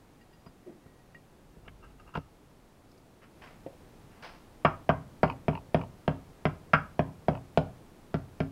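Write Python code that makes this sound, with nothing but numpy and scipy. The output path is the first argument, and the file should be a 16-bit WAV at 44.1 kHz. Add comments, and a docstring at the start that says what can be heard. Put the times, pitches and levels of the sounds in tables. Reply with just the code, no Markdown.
"""Seating steel cylinder liners

On a workshop bench a liner sings, clinks and scrapes into an engine block, driven by friction and contact.
Shoes scuff, then a rubber mallet excites damped modes: the bench thuds, the block knocks, the liners
clank and a loose one hops. A close wall and a small room reflect the sound over a soft rumble and hiss."""
import sys
import numpy as np
from scipy import signal
from scipy.fft import rfft, irfft, next_fast_len
from scipy.io import wavfile
from scipy.ndimage import map_coordinates

SR = 44100
rng = np.random.default_rng(int(sys.argv[2]) if len(sys.argv) > 2 else 0)


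def generate_wav(signal):
    """Clip the signal to [-1, 1] and save it as 16-bit WAV at the path in sys.argv[1]."""
    frames = np.transpose(np.atleast_2d(signal))
    scaled = np.clip(frames, -1, 1) * 32767
    pcm = np.round(scaled).astype(np.int16)
    wavfile.write(sys.argv[1], SR, pcm)


N = 375327
T = np.arange(SR * 3 // 5) / SR  # time within one event [s]

# envelope of the liner singing on the rim: (time [s], level [dB])
SINGING = [(0.1, -87), (0.19, -93), (0.21, -77), (0.506, -79), (0.624, -97), (0.672, -76), (0.838, -92),
           (0.852, -69), (1.12, -96)]
# the liner touching the rim: (time [s], level [dB], centre frequency [Hz])
CLINKS = [(.212, -43.5, 3320), (.33, -44, 3580), (.394, -57, 4800), (.462, -45.5, 4800),
          (1.147, -36.5, 2170)]
# the liner knocking in its bore: (time [s], bench thud [dB], clank [dB], clank centre [Hz])
KNOCKS = [(0.4628, -43, -37.5, 910), (0.86, -45, -48, 900), (1.148, -47.5, -65, 2300),
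          (1.567, -44.5, -61, 900), (1.678, -44.5, -33.5, 1820), (2.1535, -32, -17, 950),
          (2.1732, -29, -18.5, 290)]
# a glove juddering on the liner: (time [s], rise [s], t60 [s], level [dB], starting pitch [Hz])
RUBS = [(0.661, 0.016, 0.22, -39.5, 406)]
# the liner rubbing down its bore: (time [s], length [s], level [dB])
SCRAPES = [(1.644, 0.043, -57), (1.814, 0.09, -52.5), (1.893, .05, -59), (1.983, 0.059, -58.5),
           (2.06, 0.084, -55), (2.134, 0.068, -41)]
# dry ticks of handling: (time [s], level [dB])
TICKS = [(2.895, -64), (2.916, -55.5), (2.978, -58)]
# shoes and clothes scuffing, and a shoe set down: (time [s], rise [s], t60 [s], level [dB])
SCUFFS = [(3.21, 0.026, .14, -55), (3.412, .012, 0.4, -48), (3.479, .025, .21, -56.5),
          (4.10, 0.055, 0.9, -61.5), (4.223, 0.0026, 0.47, -45)]
STEPS = [(3.662, 0.0038, 0.07, -39.5)]
# mallet blows: (time [s], force [dB], clank [dB], clank centre [Hz], contact crack [dB])
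BLOWS = [(4.6488, -18.5, -6, 1046, -18.5), (4.892, -14, -12, 940, -21), (5.2318, -13.5, -13, 832, -18),
         (5.4823, -17, -24, 920, -25), (5.7455, -14, -22, 800, -20.5), (6.0787, -18, -23.5, 890, -21),
         (6.4538, -21.5, -21, 1250, -20), (6.7339, -14.5, -7.5, 1480, -14.5),
         (6.9931, -16.5, -26, 850, -23.5), (7.2839, -14, -24.5, 810, -23), (7.5745, -13.5, -36, 970, -15.5),
         (8.1423, -23, -30, 980, -26), (8.4038, -23.5, -28.5, 1190, -24.5)]
# a loose liner landing after a blow: (time [s], level [dB])
HOPS = [(5.2998, -23), (5.5529, -27), (5.8138, -29.5), (7.352, -32)]

# normal modes of each body: (frequency [Hz], level [dB], t60 [s])
FREE_LINER_MODES = [(1900, -0.5, 0.072), (2400, -15, 0.047), (2790, -12, 0.075), (2930, -23, .05),
                    (4870, -10.5, 0.082)]
BENCH_MODES = [(58.4, -15.5, 0.41), (84.8, -26.5, 0.9), (95.8, -10, 0.32), (124.9, -9, 0.4),
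               (151.9, -6, 0.13), (155.8, 3.5, 0.099), (176.8, -5, 0.11), (195, -1.5, 0.02),
               (270.3, -9.5, 0.26), (312, 1.5, 0.016), (402, 7.5, 0.024)]
BLOCK_MODES = [(439, -27, 0.19), (454.6, -11, 0.025), (507, -3.5, 0.049), (603, 4.5, 0.026),
               (657, -25, 0.21), (655.4, 0, 0.021), (740, -23, 0.17)]
SEATED_LINER_MODES = [(838, -11, .06), (885, -8, .07), (965, -8, .06), (1050, -8, .07), (1180, -9, .04),
                      (1267, -3, .08), (1375, -8, .1), (1502, -10, .09), (1598, -7, .09), (1762, -16, .08),
                      (2130, -16, .04), (2326, -9, .05), (2440, -11, .05), (2700, -13, .04),
                      (2832, -6, .07), (3050, -11, .04), (3330, -13, .04), (4064, -23, .06),
                      (4420, -23, .05), (4788, -17, .06), (4990, -19, .05)]
FLANGE_MODES = [(913, 11, 0.015), (992, 8, 0.012), (1080, -38, 0.037), (1340, -19, .03),
                (1390, -11.5, 0.016), (2450, 1.5, 0.0088), (2530, 3.5, 0.013), (2870, 8.5, 0.012),
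                (4330, -10, 0.012), (4770, -34, 0.013)]

# spectra of the background and friction noises: (frequency [Hz], level [dB])
AIR_SPECTRUM = [(20, 9), (55, -2), (120, 1), (240, -1.5), (330, -3.5), (450, -7.5), (750, -15.5),
                (1540, -29.5), (2900, -35.5), (6000, -40.5), (11000, -43), (15500, -47.5)]
SING_SPECTRUM = [(1500, -60), (1840, -31), (1875, -1), (1910, 9), (1950, -32), (2300, -60)]
SHUDDER_SPECTRUM = [(25, -6.5), (50, 4), (70, -8), (160, -10), (300, -47), (1000, -83)]
SCRAPE_SPECTRUM = [(300, -1), (1150, 3), (1280, 16.5), (1420, -4), (1570, 6), (1800, -10), (2550, -6),
                   (2760, 7.5), (3150, -21), (5000, -19), (9000, -32)]
SCUFF_SPECTRUM = [(150, -26), (500, 8), (800, 10.5), (1500, 8.5), (2800, 3.5), (3800, -6.5), (5200, -4.5),
                  (7000, -27), (15000, -34)]
# spectra of the impacts and of the liners' dense weak modes: (frequency [Hz], level [dB])
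CRACK_SPECTRUM = [(200, 5.5), (450, 13.5), (800, 7), (1500, 6.5), (2300, 4.5), (3200, 0), (3800, -15.5),
                  (5100, -11), (6400, -29), (10000, -33.5), (16000, -46)]
TICK_SPECTRUM = [(300, -14), (1000, -16), (3500, -17), (4900, 0), (6000, -11), (9000, -25)]
STEP_SPECTRUM = [(80, -7), (200, 7.5), (350, 5.5), (520, 4.5), (780, -2.5), (1050, -31), (2200, -23),
                 (6000, -48)]
HOP_SPECTRUM = [(400, -4), (1000, 11), (1800, -6.5), (2600, 4), (3700, -28), (4600, -13.5), (5800, -40),
                (12000, -38)]
WASH_SPECTRUM = [(350, -9.5), (800, -1.5), (1300, -1), (1620, -5), (1850, -11.5), (2400, -4), (3250, -8.5),
                 (3750, -26), (5000, -20), (6500, -40.5), (15000, -44)]

# early reflections: (delay [s], gain [ratio])
WALLS = [(.00435, 0.26), (0.0113, 0.12), (0.0132, .19)]
# reverberation time: (frequency [Hz], t60 [s])
ROOM_T60 = [(100, 0.57), (300, 0.31), (700, 0.3), (1500, 0.28), (3000, 0.27), (10000, 0.24)]
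# colour of the reverberation: (frequency [Hz], level [dB])
ROOM_LEVEL = [(60, -29), (150, -6), (350, -9), (700, -8), (1100, -5.5), (2500, -11), (8000, -5)]


def amp(db):
    """Amplitude grows tenfold every 20 dB."""
    return 10 ** (np.asarray(db) / 20)


def unit(x):
    """Normalisation to rms 1."""
    return x / np.sqrt(np.mean(x ** 2) + 1e-20)


def along(points, hz):
    """Interpolation on a logarithmic frequency axis."""
    frequencies, values = np.transpose(points)
    return np.interp(np.log(hz + 1), np.log(frequencies + 1), values)


def filtered(x, response):
    """Linear filtering multiplies the spectrum by a frequency response."""
    size = next_fast_len(len(x) + 8192)
    return irfft(rfft(x, size) * response(np.fft.rfftfreq(size, 1 / SR)), size)[:len(x)]


def noise(spectrum, size):
    """Spectral shaping turns white noise into coloured noise of rms 1."""
    return unit(filtered(rng.standard_normal(size), lambda hz: amp(along(spectrum, hz))))


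def add(track, s, sound):
    """Superposition: a sound joins the track at time s."""
    part = track[round(s * SR):][:len(sound)]
    part += sound[:len(part)]


def onset(rise):
    """Vibration builds smoothly from rest, with a time constant in seconds."""
    return -np.expm1(-(T / rise) ** 2)


def swell(rise, t60, db):
    """Linear growth, then exponential decay by 60 dB in t60."""
    return np.minimum(T / rise, 1) * amp(db - 60 * np.maximum(T - rise, 0) / t60)


def room(sound, wet_db=0):
    """Convolution adds early reflections and a diffuse tail whose treble is absorbed first."""
    hz, t, spectra = signal.stft(rng.standard_normal(len(T)), SR, nperseg=512)
    t60 = along(ROOM_T60, hz)[:, None]
    decay = amp(wet_db + along(ROOM_LEVEL, hz)[:, None] - 60 * t / t60)
    energy_norm = np.sqrt(2 * np.log(1000) / (t60 * SR))
    response = signal.istft(spectra * decay * energy_norm, SR, nperseg=512)[1][:len(T)] * onset(0.0072)
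    response[0] += 1  # direct sound
    for delay, gain in WALLS:
        response[round(delay * SR)] += gain
    return signal.fftconvolve(sound, response)[:len(T)]


def background(rumble_db=-57, hiss_db=-64.5, step_s=3.28, ramp_s=0.14, step_db=3):
    """Ambient noise in two complementary bands, rumble and hiss; both step up once."""
    lift_db = step_db * np.clip((np.arange(N) / SR - step_s) / ramp_s, 0, 1)
    low_share = lambda hz: 1 / (1 + (hz / 1100) ** 4)
    rumble = unit(filtered(noise(AIR_SPECTRUM, N), lambda hz: np.sqrt(low_share(hz))))
    hiss = unit(filtered(noise(AIR_SPECTRUM, N), lambda hz: np.sqrt(1 - low_share(hz))))
    return amp(rumble_db + lift_db) * rumble + amp(hiss_db + lift_db) * hiss


def singing():
    """Resonance: friction on the rim sustains the liner's lowest free mode."""
    s, db = np.transpose(SINGING)
    return np.interp(np.arange(N) / SR, s, amp(db), left=0, right=0) * noise(SING_SPECTRUM, N)


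def metal(modes, centre_hz, slope_db):
    """Modal excitation: the contact point favours modes near centre_hz, losing slope_db per octave."""
    hz, db, t60 = np.transpose(modes)[:, :, None]
    db = db - slope_db * np.abs(np.log2(hz / centre_hz)) + rng.standard_normal(hz.shape)
    phase = rng.uniform(0, 2 * np.pi, hz.shape)
    partials = amp(db - 60 * T / t60) * np.sin(2 * np.pi * hz * T + phase)
    return np.sum(partials, axis=0) * onset(0.0027)


def pulse(spectrum):
    """Minimum phase packs a spectrum into one causal click of peak 1."""
    magnitude = amp(along(spectrum, np.fft.rfftfreq(len(T), 1 / SR)))
    cepstrum = irfft(np.log(magnitude), len(T))
    cepstrum[1:len(T) // 2] *= 2
    cepstrum[len(T) // 2:] = 0
    click = irfft(np.exp(rfft(cepstrum)), len(T))
    return click / np.max(np.abs(click))


def crack(spectrum, t60):
    """An impact transient: a click, then dense metal modes that die at once."""
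    dense_modes = amp(-60 * T / t60) * noise(spectrum, len(T)) * onset(0.00021)
    return 1.28 * pulse(spectrum) + 0.65 * dense_modes


def taps(rows, modes, slope_db, crack_db, wet_db):
    """Light impacts excite the modes of one liner and leave the block still."""
    track = np.zeros(N)
    for s, db, centre_hz in rows:
        tap = metal(modes, centre_hz, slope_db) + amp(crack_db) * crack(CRACK_SPECTRUM, t60=0.005)
        add(track, s, room(amp(db) * tap, wet_db))
    return track


def rim_clinks():
    """Free vibration: the liner rings after each touch on the rim."""
    return taps(CLINKS, FREE_LINER_MODES, slope_db=21, crack_db=-8, wet_db=-19)


def body_ring(modes, damping):
    """Damped low modes take part of a cycle to start and displace no net air."""
    hz, db, t60 = np.transpose(modes)[:, :, None]
    scatter_db = rng.standard_normal(hz.shape) / 2
    envelope = amp(db + scatter_db - 60 * T * damping / t60) * onset(0.58 / hz)
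    sound = np.sum(envelope * np.cos(2 * np.pi * hz * T), axis=0)
    return signal.sosfilt(signal.butter(2, 55, "high", fs=SR, output="sos"), sound)


def clank(centre_hz, damping):
    """Modal overlap: under the liners' strong modes, weak ones merge and chatter in the bores."""
    modes = np.array(SEATED_LINER_MODES, float)
    modes[:, 0] *= 1 + .003 * rng.standard_normal(len(modes))  # slight detuning
    colour = [(hz, db - 12 * abs(np.log2(hz / centre_hz))) for hz, db in WASH_SPECTRUM]
    chatter = amp(1.5 * map_coordinates(rng.standard_normal(256), [T * 200], mode="wrap"))
    wash = noise(colour, len(T)) * chatter * swell(rise=0.0042, t60=0.058, db=-9)
    grip = amp(-60 * T * (damping - 1) / 0.058)
    return grip * (amp(-8.5) * metal(modes, centre_hz, slope_db=10.5) + wash)


def strikes(rows, damping, crack_t60, wet_db):
    """Impulse response: one contact cracks and rings bench, block and liners; damping hastens decay."""
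    track = np.zeros(N)
    for s, thud_db, knock_db, clank_db, centre_hz, crack_db in rows:
        bench = amp(thud_db) * body_ring(BENCH_MODES, damping)
        block = amp(knock_db) * body_ring(BLOCK_MODES, damping)
        liners = amp(clank_db) * clank(centre_hz, damping)
        contact = amp(crack_db) * crack(CRACK_SPECTRUM, crack_t60)
        add(track, s, room(bench + block + liners + contact, wet_db))
    return track


def bore_knocks(block_offset_db=-10.5, crack_offset_db=-12.5):
    """Added damping: gripping hands shorten every ring as the liner knocks its way in."""
    rows = []
    for s, thud_db, clank_db, centre_hz in KNOCKS:
        knock_db = (thud_db + clank_db) / 2 + block_offset_db
        rows.append((s, thud_db, knock_db, clank_db, centre_hz, clank_db + crack_offset_db))
    return strikes(rows, damping=1.73, crack_t60=0.011, wet_db=-28)


def glove(sag=0.259, sag_s=0.031):
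    """Stick-slip oscillation of rubber on steel: a hollow note that sags as the hand slows."""
    track = np.zeros(N)
    for s, rise, t60, db, hz in RUBS:
        pitch = hz * (1 + sag * np.expm1(-T / sag_s))
        judder = np.sin(2 * np.pi * np.cumsum(pitch) / SR) + 0.33 * noise(STEP_SPECTRUM, len(T))
        add(track, s, room(swell(rise, t60, db) * judder))
    return track


def pushing(start_s=1.3, end_s=2.08, rise_s=0.24, t60=0.3, db=-56.5):
    """Forced vibration: the block shudders under the hands and settles as the liner seats."""
    t = np.arange(N) / SR
    growth = np.clip((t - start_s) / rise_s, 0, 1)
    decay = amp(db - 60 * np.maximum(t - end_s, 0) / t60)
    return growth * decay * noise(SHUDDER_SPECTRUM, N)


def strokes(rows, spectrum, slip_hz, rough_db):
    """Amplitude modulation: uneven grip and slip roughen friction noise as it swells and fades."""
    track = np.zeros(N)
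    for s, rise, t60, db in rows:
        slips = map_coordinates(rng.standard_normal(1024), [T * slip_hz], mode="wrap")
        grain = unit(noise(spectrum, len(T)) * amp(rough_db * slips))
        add(track, s, room(swell(rise, t60, db) * grain))
    return track


def scraping(rise_share=0.38, t60_share=1.2):
    """Sliding friction: the liner moves down its bore in short strokes of one shape."""
    rows = [(s, rise_share * length, t60_share * length, db) for s, length, db in SCRAPES]
    return strokes(rows, SCRAPE_SPECTRUM, slip_hz=246, rough_db=3)


def ticks():
    """Faint contacts radiate a transient with no ring."""
    track = np.zeros(N)
    for s, db in TICKS:
        add(track, s, room(amp(db) * crack(TICK_SPECTRUM, t60=0.025)))
    return track


def shoes(quick_rise_s=0.007, dulling_db=2.5, treble_hz=3500):
    """Friction noise of one footfall and of scuffs, which are duller the slower they start."""
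    track = strokes(STEPS, STEP_SPECTRUM, slip_hz=79, rough_db=3)
    for s, rise, t60, db in SCUFFS:
        loss_db = dulling_db * np.log2(rise / quick_rise_s)
        colour = [(hz, level - loss_db * (hz > treble_hz)) for hz, level in SCUFF_SPECTRUM]
        track += strokes([(s, rise, t60, db)], colour, slip_hz=260, rough_db=2.5)
    return track


def mallet(thud_db=-16.5, thud_growth=0.25):
    """Impact of rubber on steel: the block follows the force of the blow, the heavy bench much less."""
    rows = [(s, thud_db + thud_growth * force_db, force_db, clank_db, centre_hz, crack_db)
            for s, force_db, clank_db, centre_hz, crack_db in BLOWS]
    return strikes(rows, damping=1, crack_t60=0.026, wet_db=-1)


def hops(rock_s=0.0215, flange_hz=1110):
    """Rocking contact: a loose liner touches twice, lands, touches again; each rings its flange."""
    clicks, flange = np.zeros(N), []
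    for s, db in HOPS:
        for touch in range(-2, 2):  # touch 0 is the landing, the loudest
            touch_s = s + touch * rock_s
            click_db = db - 4.5 - 14 * (touch != 0)
            ring_db = db - 1.5 - 2.5 * abs(touch)
            add(clicks, touch_s, room(amp(click_db) * crack(HOP_SPECTRUM, t60=.022), wet_db=-21))
            flange.append((touch_s, ring_db, flange_hz))
    return clicks + taps(flange, FLANGE_MODES, slope_db=8.5, crack_db=-31, wet_db=-29)


def scene():
    """Superposition of all sources in one channel."""
    handling = bore_knocks() + rim_clinks() + singing() + glove() + scraping() + pushing() + ticks()
    return (mallet() + hops() + handling + shoes() + background())[None]


def record(dry, low_hz=24, top_hz=15800):
    """Band limiting removes the deepest bass and the highest treble."""
    sound = signal.sosfilt(signal.butter(2, low_hz, "high", fs=SR, output="sos"), dry[0])
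    return filtered(sound, lambda hz: hz < top_hz)[None]


dry = scene()
out = record(dry)
generate_wav(out)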